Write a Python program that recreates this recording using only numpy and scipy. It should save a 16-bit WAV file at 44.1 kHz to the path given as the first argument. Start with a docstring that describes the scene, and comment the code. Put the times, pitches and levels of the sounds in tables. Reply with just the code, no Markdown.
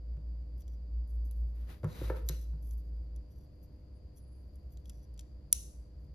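"""Pressing a plate onto a brick model

Fingers turn a small model of plastic bricks, pick a loose plate off a mat-covered table and press it on.
Skin rubs and squeaks on the plastic, and the hand bumps the table and brushes the mat. Each touch makes
the plastic ring briefly: the studs tick as they seek their place, then seat with one sharp snap.
The small room holds a low swelling drone, a mains hum and a faint hiss."""
import sys
import numpy as np
from scipy import signal
from scipy.fft import rfft, irfft, next_fast_len
from scipy.io import wavfile

SR = 44100
rng = np.random.default_rng(int(sys.argv[2]) if len(sys.argv) > 2 else 0)


def transcribe(u):
    """Save the signal u as a 16-bit wav file named by the first command-line argument.

    u: samples, shape (n,) or (channels, n), limited to [-1, 1]; the rate is SR.
    q: integer samples, one column per channel.
    """
    v = np.clip(np.atleast_2d(u).T, -1, 1)
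    q = np.round(v * 32767).astype(np.int16)
    wavfile.write(sys.argv[1], SR, q)


N = 270774
TIME = np.arange(N) / SR


def from_db(db):
    """Turn decibels into a number to multiply by."""
    return 10 ** (np.asarray(db) / 20)


def rms_one(x):
    """Scale a sound to an average power of one."""
    return x / np.sqrt(np.mean(x ** 2) + 1e-30)


def peak_one(x):
    """Scale a sound to a peak of one."""
    return x / np.max(np.abs(x))


def at_hz(points, hz):
    """Read between the rows of a table, with every octave equally wide."""
    row_hz, value = np.transpose(points)
    return np.interp(np.log(np.maximum(hz, 1)), np.log(row_hz), value)


def add(track, s, sound):
    """Mix a sound into a track, starting at s seconds."""
    start = int(s * SR)
    track[start:start + len(sound)] += sound[:N - start]


def drift(per_s):
    """A wandering curve that heads for a new random value per_s times a second."""
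    knots = np.arange(0, N / SR + 1, 1 / per_s)
    return np.interp(TIME, knots, rng.standard_normal(len(knots)))


def stroke(s, hold_s, attack_s, release_s):
    """A loudness curve that rises until s seconds, holds, then dies away."""
    rise = np.minimum(TIME - s, 0) / attack_s
    fall = np.maximum(TIME - s - hold_s, 0) / release_s
    return np.exp(np.maximum(rise - fall, -40))


def coloured(noise, colour):
    """Make a noise's lows and highs as strong as a table says, at a power of one."""
    size = next_fast_len(N)
    gain = from_db(at_hz(colour, np.fft.rfftfreq(size, 1 / SR)))
    return rms_one(irfft(rfft(noise, size) * gain, size)[..., :N])


def resonate(force, modes):
    """Ring an object's modes, its natural tones; the wider a mode, the sooner it dies."""
    out = 0
    for k, (hz, width_hz, db) in enumerate(modes):
        r = np.exp(-np.pi * width_hz / SR)
        gain = (-1) ** k * from_db(db) * (1 - r * r) / 2
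        feedback = [1, -2 * r * np.cos(2 * np.pi * hz / SR), r * r]
        out = out + signal.lfilter([gain, 0, -gain], feedback, force + 1e-18)
    return out


def contact(grit, decay_s, size):
    """The force of a touch: one push, then a dying scatter of tiny slips."""
    scatter = rng.standard_normal(size) * np.exp(-TIME[:size] / decay_s)
    force = grit * scatter / np.linalg.norm(scatter)
    force[0] += 1
    return force


# How alike two microphones hear sound from all around. Each row: frequency in Hz, likeness from 0 to 1.
LEFT_RIGHT_LIKENESS = [(60, .999), (150, 0.9), (400, 0.45), (700, 0.1), (1100, 0.17), (2500, 0.24),
                       (4500, 0.37), (6000, 0.46), (8000, 1), (16000, 1)]

def diffuse(size):
    """Stereo noise that reaches the two microphones from all around."""
    padded = next_fast_len(size)
    mid, side = rfft(rng.standard_normal((2, padded)))
    alike = np.clip(at_hz(LEFT_RIGHT_LIKENESS, np.fft.rfftfreq(padded, 1 / SR)), 0, 1)
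    pair = np.sqrt((1 + alike) / 2) * mid + np.sqrt((1 - alike) / 2) * side * [[1], [-1]]
    return irfft(pair, padded)[:, :size]


# The tone of the ventilation and of the hiss. Each row: frequency in Hz, relative level in dB.
AIR_COLOUR = [(20, -14.5), (35, -17), (62, 3), (90, -8), (150, -13.5), (230, -22), (320, -22), (450, -28),
              (590, -31.5), (780, -38), (1100, -44), (1600, -52.5), (4000, -68.5), (8000, -95.5)]
HISS_COLOUR = [(2000, 4), (3400, -2), (4150, -2), (4500, 10.5), (4850, 13.5), (5100, 1.5), (5450, -6.5),
               (7000, -3), (9000, -6), (13000, -10), (15000, -21.5)]

def ventilation_and_hiss(air_db=-52, hiss_db=-79):
    """Dull ventilation noise, and a hiss with one narrow band standing out."""
    air = coloured(diffuse(N), AIR_COLOUR)
    air = signal.sosfilt(signal.butter(2, 3500, fs=SR, output="sos"), air)
    return from_db(air_db) * air + from_db(hiss_db) * coloured(diffuse(N), HISS_COLOUR)


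# The drone's swells. Each row: start in seconds, hold in seconds, level in dB, growth in dB per second.
DRONE_SWELLS = [(0.04, 0.88, -39.5, -2.5), (0.93, 0.59, -35.5, 2.5), (2.06, 1.06, -35, -4.5),
                (4.8, 1.23, -49.5, -1.5)]

def drone(rest_db=-56, start_hz=57.9, sag_hz_per_s=0.48, throb_per_s=4.55, throb_db=2.5, crest_s=1.42):
    """A deep, throbbing tone swells and sinks back while its pitch slowly sags."""
    level = np.full(N, from_db(rest_db))
    for s, hold_s, db, db_per_s in DRONE_SWELLS:
        held = from_db(db + db_per_s * np.clip(TIME - s, 0, hold_s))
        level = np.maximum(level, held * stroke(s, hold_s, attack_s=0.093, release_s=0.15))
    throb = from_db(throb_db * np.cos(2 * np.pi * throb_per_s * (TIME - crest_s)))
    phase = 2 * np.pi * np.cumsum(start_hz - sag_hz_per_s * TIME) / SR
    return np.sqrt(2) * level * throb * np.sin(phase)


# The tones of the hum. 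Each row: pitch in Hz, relative level in dB.
HUM_TONES = [(64.4, -53.5), (142, -68), (200.6, -72), (301, -71.5), (402, -83), (501.5, -75), (602, -78.5),
             (703, -86), (1002, -91)]

def mains_hum(gain_db=-1, waver_hz=0.84):
    """Steady tones waver a little in pitch; the lowest beats against the drone."""
    out = np.zeros(N)
    for hz, db in HUM_TONES:
        phase = 2 * np.pi * np.cumsum(hz + waver_hz * drift(11)) / SR
        out += from_db(db + gain_db) * np.sin(phase)
    return np.sqrt(2) * out


# The table top's low, middle and high modes. Each row: pitch in Hz, width in Hz, relative level in dB.
THUD_MODES = [(103.6, 8.45, 2.5), (154.2, 7.05, 2.5), (210, 21, -28)]
KNOCK_MODES = [(272, 50, 0), (361.5, 30.6, 7.5), (463, 74, 1.5), (521, 32, 7.5), (606, 51, -3.5)]
CLACK_MODES = [(820, 510, -13.5), (990, 140, 4.5), (1343, 140, 0.5), (1630, 160, -4.5), (1793, 64, -4),
               (2145, 290, -13.5)]
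# The hand's bumps. Each row: start in seconds, then relative levels in dB of thud, knock and clack.
HAND_BUMPS = [(0.17, -49.5, -66, -80), (1.833, -37.5, -42.5, -59), (1.843, -31, -43.5, -46),
              (2.013, -42.5, -40, -59.5), (2.099, -44.5, -33.5, -41), (2.171, -55, -64, -56.5),
              (2.294, -43.5, -47.5, -54.5), (2.534, -46.5, -65, -70)]

def table_bumps(thud_db=6, knock_db=8, clack_db=9):
    """The hand bumps the table top, which rings with a long thud, a shorter knock and a quick clack."""
    out = np.zeros(N)
    for s, thud, knock, clack in HAND_BUMPS:
        levels_db = (thud + thud_db, knock + knock_db, clack + clack_db)
        for modes, db in zip((THUD_MODES, KNOCK_MODES, CLACK_MODES), levels_db):
            force = contact(grit=0.8, decay_s=0.011, size=16384)
            add(out, s, from_db(db) * peak_one(resonate(force, modes)))
    return out


def friction(noise, colour, grain_db):
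    """Rubbing is countless tiny slips of uneven size, so its noise is grainy."""
    grain = from_db(grain_db * (drift(1500) + drift(90) / 2))
    return coloured(noise * grain, colour)


# The tone of skin on plastic. Each row: frequency in Hz, relative level in dB.
SKIN_COLOUR = [(1500, -26), (3300, -16), (4500, -19.5), (5900, 0), (7500, -7), (9500, -2.5), (11300, -1),
               (13300, -0.5), (14600, -7), (16000, -19)]
# The modes that rubbing stirs. Each row: pitch in Hz, width in Hz, relative level in dB.
RUB_MODES = [(3410, 90, 8), (5760, 530, 0)]
# Finger slides. Each row: start in seconds, hold in seconds, relative level in dB,
# share of ringing in dB, pitch of the skin's rasp in Hz.
FINGER_SLIDES = [(0.608, 0.0094, -74, -5, 13500), (0.68, 0.067, -83.5, 2, 13200),
                 (1.079, .08, -79.5, -13.5, 10100), (1.258, 0.015, -75.5, -17, 13600),
                 (1.32, 0.051, -80, -9, 11500), (2.272, .015, -64, -8, 12000),
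                 (2.41, 0.024, -68, -3, 11500), (2.629, 0.11, -70.5, -14, 11500),
                 (2.78, 0.011, -71.5, -14, 13400), (3.31, .14, -81, -3.5, 11400),
                 (3.637, 0.012, -76.5, -22, 12400), (4.173, 0.0088, -64.5, -6.5, 10500),
                 (4.728, 0.0089, -74, -13, 13200), (4.85, 0.2, -82, 1, 11000)]
# Light brushes as the grip shifts. Each row: start in seconds, hold in seconds, relative level in dB.
GRIP_SHIFTS = [(0.575, .03, -85), (1.2, 1, -85.5), (2.8, 0.28, -91), (3.45, 0.37, -94), (4.36, 0.45, -87),
               (6.0, 0.063, -83.5)]

def finger_rubs(catch_db=3, rasp_width_hz=800, attack_s=0.009, release_s=0.0096):
    """Skin slides on plastic; its ridges catch and let go, and a firm grip makes the model ring."""
    hiss = friction(rng.standard_normal(N), SKIN_COLOUR, grain_db=4.0)
    ring = rms_one(resonate(hiss, RUB_MODES))
    slides = np.zeros(N)
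    for s, hold_s, db, ring_db, rasp_hz in FINGER_SLIDES:
        rasp = resonate(hiss, [(rasp_hz, rasp_width_hz, 1)])
        rub = from_db(-3) * hiss + rasp + from_db(ring_db) * ring
        slides += from_db(db) * stroke(s, hold_s, attack_s, release_s) * rub
    touch = sum(from_db(db) * stroke(s, hold_s, attack_s, release_s) for s, hold_s, db in GRIP_SHIFTS)
    wander = from_db(-1 + 3 * drift(25))
    brushing = wander * touch * (hiss + from_db(-11) * ring)
    return from_db(catch_db * drift(160)) * (slides + brushing)


def plastic_click(modes, grit, crack_db, decay_s, crack_s=0.0061, crack_band_hz=(2200, 12000)):
    """A touch rings the plastic and adds a short crack of noise; the peak is one."""
    ring = resonate(contact(grit, decay_s, size=2048), modes)
    burst = rng.standard_normal(len(ring)) * np.exp(-TIME[:len(ring)] / crack_s)
    crack = signal.sosfilt(signal.butter(1, crack_band_hz, "band", fs=SR, output="sos"), burst)
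    return peak_one(rms_one(ring) + from_db(crack_db) * rms_one(crack))


# The modes of the brick model. Each row: pitch in Hz, width in Hz, relative level in dB.
MODEL_MODES = [(1315, 220, -35), (2175, 190, -27), (3320, 230, -13), (3830, 510, -20.5), (4960, 580, -17),
               (5760, 120, -2.5), (6700, 860, -8), (7390, 200, -0.5), (8580, 440, 5), (9470, 1290, 3),
               (9810, 660, 4), (11120, 300, -1.5), (13300, 590, -8.5), (16080, 490, -4.5)]
# Brick touching brick. Each row: start in seconds, peak level in dB, brightness (higher is sharper).
BRICK_TOUCHES = [(0.62, -56, -11), (0.6794, -54, -4.5), (1.311, -45.5, 19), (1.8438, -44, 1.5),
                 (2.7093, -47.5, 1.5), (3.1619, -52, -0.5), (4.557, -59, 7), (4.7724, -51.5, -8.5),
                 (4.8566, -50, -5), (4.896, -37, -4), (5.1407, -59, 5), (5.177, -51, -4),
                 (5.1931, -38.5, -6), (5.2084, -49.5, -4)]

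def brick_ticks():
    """Light touches ring the model; a brighter touch has weaker low modes and stronger high ones."""
    out = np.zeros(N)
    for s, db, brightness in BRICK_TOUCHES:
        low_db, high_db = 2 - 1.3 * brightness, 0.85 * brightness
        tilt = [(4500, low_db), (7000, 1.5), (8500, -11.5), (11000, high_db), (15000, high_db - 11)]
        modes = [(hz, width, level + at_hz(tilt, hz)) for hz, width, level in MODEL_MODES]
        add(out, s, from_db(db) * plastic_click(modes, grit=1.0, crack_db=-8.5, decay_s=0.0025))
    return out


# The hand's strokes over the mat. Each row: start in seconds, hold in seconds, relative level in dB.
MAT_STROKES = [(1.56, .12, -75), (1.70, 0.016, -59), (1.89, .05, -65.5), (1.955, 0.14, -58),
               (2.166, 0.0028, -58.5)]
# The tone of rubbing on the mat. Each row: frequency in Hz, relative level in dB.
MAT_COLOUR = [(250, 15.5), (600, 6), (1200, 5), (2000, 3.5), (3000, -2.5), (3900, -2.5), (4700, -6),
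              (7000, -11), (9400, -7), (12000, -7), (15500, -13)]
# The modes of the loose plate. Each row: pitch in Hz, width in Hz, relative level in dB.
PLATE_MODES = [(2030, 330, -21), (3910, 300, -6.5), (4900, 510, -13.5), (5800, 280, -6.5),
               (6630, 970, -6.5), (7600, 1700, -8.5), (9600, 920, -4), (10200, 1400, -9.5), (11750, 170, 0),
               (12600, 110, -8), (15100, 330, -21)]

def mat_sweep(gain_db=5.5, slide_db=-62, slide_middle_s=2.005, half_length_s=0.12, mat_cut_hz=7500):
    """The hand brushes the mat and pushes the plate, which rings as it slides, dulled by the mat."""
    strokes = [from_db(db + gain_db) * stroke(s, hold_s, attack_s=0.019, release_s=0.041)
               for s, hold_s, db in MAT_STROKES]
    brush = np.max(strokes, axis=0) * friction(diffuse(N), MAT_COLOUR, grain_db=1.5)
    drag = friction(rng.standard_normal(N), MAT_COLOUR, grain_db=2.5)
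    drag = signal.sosfilt(signal.butter(1, mat_cut_hz, fs=SR, output="sos"), drag)
    push = from_db(slide_db) * np.exp(-((TIME - slide_middle_s) / half_length_s) ** 4)
    return brush + push * rms_one(resonate(drag, PLATE_MODES))


def bend(sound, travel_s):
    """High bending waves cross the plastic sooner than low ones; travel_s is the time at 8000 Hz."""
    hz = np.fft.rfftfreq(len(sound), 1 / SR)
    return irfft(rfft(sound) * np.exp(-4j * np.pi * travel_s * np.sqrt(8000 * hz)))


def outward_pulse(colour, size=512):
    """The pulse that a click sends out to the walls, with an energy of one."""
    hz = np.fft.rfftfreq(size, 1 / SR)
    pulse = np.roll(irfft(from_db(at_hz(colour, hz))), size // 4)
    return pulse / np.linalg.norm(pulse)


# The plate tips and falls back. Each row: start in seconds, peak level in dB.
PLATE_LANDINGS = [(2.288, -19), (2.293, -28)]
# The tone the plate sends in all directions. 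Each row: frequency in Hz, relative level in dB.
PLATE_OUTWARD_COLOUR = [(500, -10), (2000, -4.5), (3200, -6.5), (4100, -2.5), (5200, -4.5), (6300, -1.5),
                        (8000, -6.5), (11100, -3), (11700, 1.5), (12200, -3), (13500, -8), (15500, -13)]

def plate_clack(outward_db=10):
    """The plate clacks on the table as it is picked up; returns the direct and the outward sound."""
    direct, outward = np.zeros((2, N))
    for s, db in PLATE_LANDINGS:
        click = plastic_click(PLATE_MODES, grit=0.43, crack_db=-10.5, decay_s=0.0032)
        add(direct, s, from_db(db) * peak_one(bend(click, travel_s=0.00054)))
        add(outward, s, from_db(db + outward_db) * outward_pulse(PLATE_OUTWARD_COLOUR))
    return direct, outward


# Thin squeaks. Each row: start in seconds, hold in seconds, top pitch in Hz, level in dB.
SKIN_SQUEAKS = [(3.941, .04, 9470, -83.5), (4.165, 0.25, 10080, -76.5)]

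def skin_squeaks(arch_hz_per_s2=26000, flutter_db=5, upper_ratio=1.41, upper_db=-19, fade_s=0.012):
    """Skin sticks and squeaks: a fluttering tone rises and falls, with a weaker one above it."""
    out = np.zeros(N)
    jitter = 1 + 0.012 * drift(1100)
    for s, hold_s, top_hz, db in SKIN_SQUEAKS:
        hz = np.maximum(top_hz - arch_hz_per_s2 * (TIME - s - hold_s / 2) ** 2, top_hz / 2)
        phase = 2 * np.pi * np.cumsum(hz * jitter) / SR
        tone = np.sin(phase) + from_db(upper_db) * np.sin(upper_ratio * phase)
        out += from_db(db) * stroke(s, hold_s, fade_s, fade_s) * tone
    return from_db(flutter_db * drift(70)) * out


# The studs snap home. One row: time in seconds, peak level in dB.
SNAP_HOME = (5.5265, -5.5)
# The tone a brick sends in all directions. Each row: frequency in Hz, relative level in dB.
BRICK_OUTWARD_COLOUR = [(500, -28), (1800, -27), (3200, -13.5), (4700, -13), (6050, 0.5), (6900, -0.5),
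                        (8800, -2), (10200, 5), (12500, -15.5), (14000, -12), (15300, -10)]

def stud_snap(jolt_db=-41, scrape_db=-60, scrape_s=0.0082, outward_db=9, early_db=-10, early_s=0.00048):
    """Studs scrape in, slip home in two steps and jolt the model; returns direct and outward sound."""
    direct, outward = np.zeros((2, N))
    s, db = SNAP_HOME
    scrape_level = from_db(scrape_db) * np.exp(-((TIME - s) / scrape_s) ** 2)
    direct += scrape_level * coloured(rng.standard_normal(N), BRICK_OUTWARD_COLOUR)
    for slip_s, slip_db in ((s - early_s, db + early_db), (s, db)):
        force = bend(contact(grit=0.36, decay_s=0.002, size=2048), travel_s=0.001)
        add(direct, slip_s, from_db(slip_db) * peak_one(resonate(force, MODEL_MODES)))
    dull_modes = [(170, 71, 3.0), (340, 200, -8), (982, 900, -14)]
    jolt = resonate(contact(grit=0.93, decay_s=0.0029, size=4096), dull_modes)
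    add(direct, s, from_db(jolt_db) * peak_one(jolt))
    add(outward, s, from_db(db + outward_db) * outward_pulse(BRICK_OUTWARD_COLOUR))
    return direct, outward


# How long the room rings. Each row: frequency in Hz, seconds to fade by 60 dB.
ECHO_FADE = [(100, 0.51), (1000, .4), (4000, 0.47), (9000, 0.52), (15000, 0.45)]
# The tone of the room's echo. Each row: frequency in Hz, relative level in dB.
ECHO_COLOUR = [(100, -11.5), (500, -0.5), (2000, -1), (4000, -1.5), (6200, -3.5), (10000, -6), (15000, -9)]

def room_echo(sound, build_s=0.012, size=32768):
    """A wash of echoes builds up as the walls answer, then each band dies at its own pace."""
    noise, t = diffuse(size), TIME[:size]
    edges_hz = np.geomspace(70, 19000, 17)
    build_up = 1 - np.exp(-(t / build_s) ** 2)
    response = 0
    for low, high in zip(edges_hz, edges_hz[1:]):
        hz = np.sqrt(low * high)
        decay = from_db(-60 * t / at_hz(ECHO_FADE, hz)) * build_up
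        band = signal.sosfilt(signal.butter(2, [low, high], "band", fs=SR, output="sos"), noise)
        response = response + from_db(at_hz(ECHO_COLOUR, hz)) * band * decay / np.linalg.norm(decay)
    return signal.fftconvolve(sound[None], response, axes=1)[:, :N]


def scene():
    """The model is held close to the microphones; the table lies farther off, so it has more echo."""
    held = brick_ticks() + finger_rubs() + skin_squeaks()
    bumps = table_bumps()
    snap, snap_outward = stud_snap()
    plate, plate_outward = plate_clack()
    direct = held + snap + bumps + plate + mat_sweep()
    to_walls = from_db(-6) * (held + plate) + from_db(4) * bumps
    to_walls += from_db(-3) * (snap_outward + plate_outward)
    return direct + room_echo(to_walls) + drone() + mains_hum() + ventilation_and_hiss()


# How much louder the left microphone is. Each row: frequency in Hz, left minus right in dB.
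LEFT_LOUDER = [(500, 0), (1300, 0), (2500, 5.5), (4500, 6.5), (6000, 3.3), (7000, 2.5), (8000, 0),
               (16000, 0)]
# How far the left wave runs ahead of the right. Each row: frequency in Hz, lead in radians.
LEFT_AHEAD = [(0, 0), (500, .15), (1000, .6), (3000, .9), (4600, .6), (5500, -.7), (6500, -1.3),
              (8330, -3.14), (12000, -6.3), (16000, -9.6)]

def record(dry, cutoff_hz=16500):
    """The microphones lean left in the upper mids and fall out of step in the treble; the top is cut."""
    size = next_fast_len(N + 2048)
    hz = np.fft.rfftfreq(size, 1 / SR)
    lead = np.interp(hz, *np.transpose(LEFT_AHEAD))
    left = from_db(at_hz(LEFT_LOUDER, hz) / 2) * np.exp(0.5j * lead)   # each side takes half
    pair = irfft(rfft(dry, size) * np.array([left, 1 / left]), size)[:, :N]
    return signal.sosfilt(signal.ellip(10, 0.3, 90, cutoff_hz, fs=SR, output="sos"), pair)


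dry = scene()
out = record(dry)
transcribe(out)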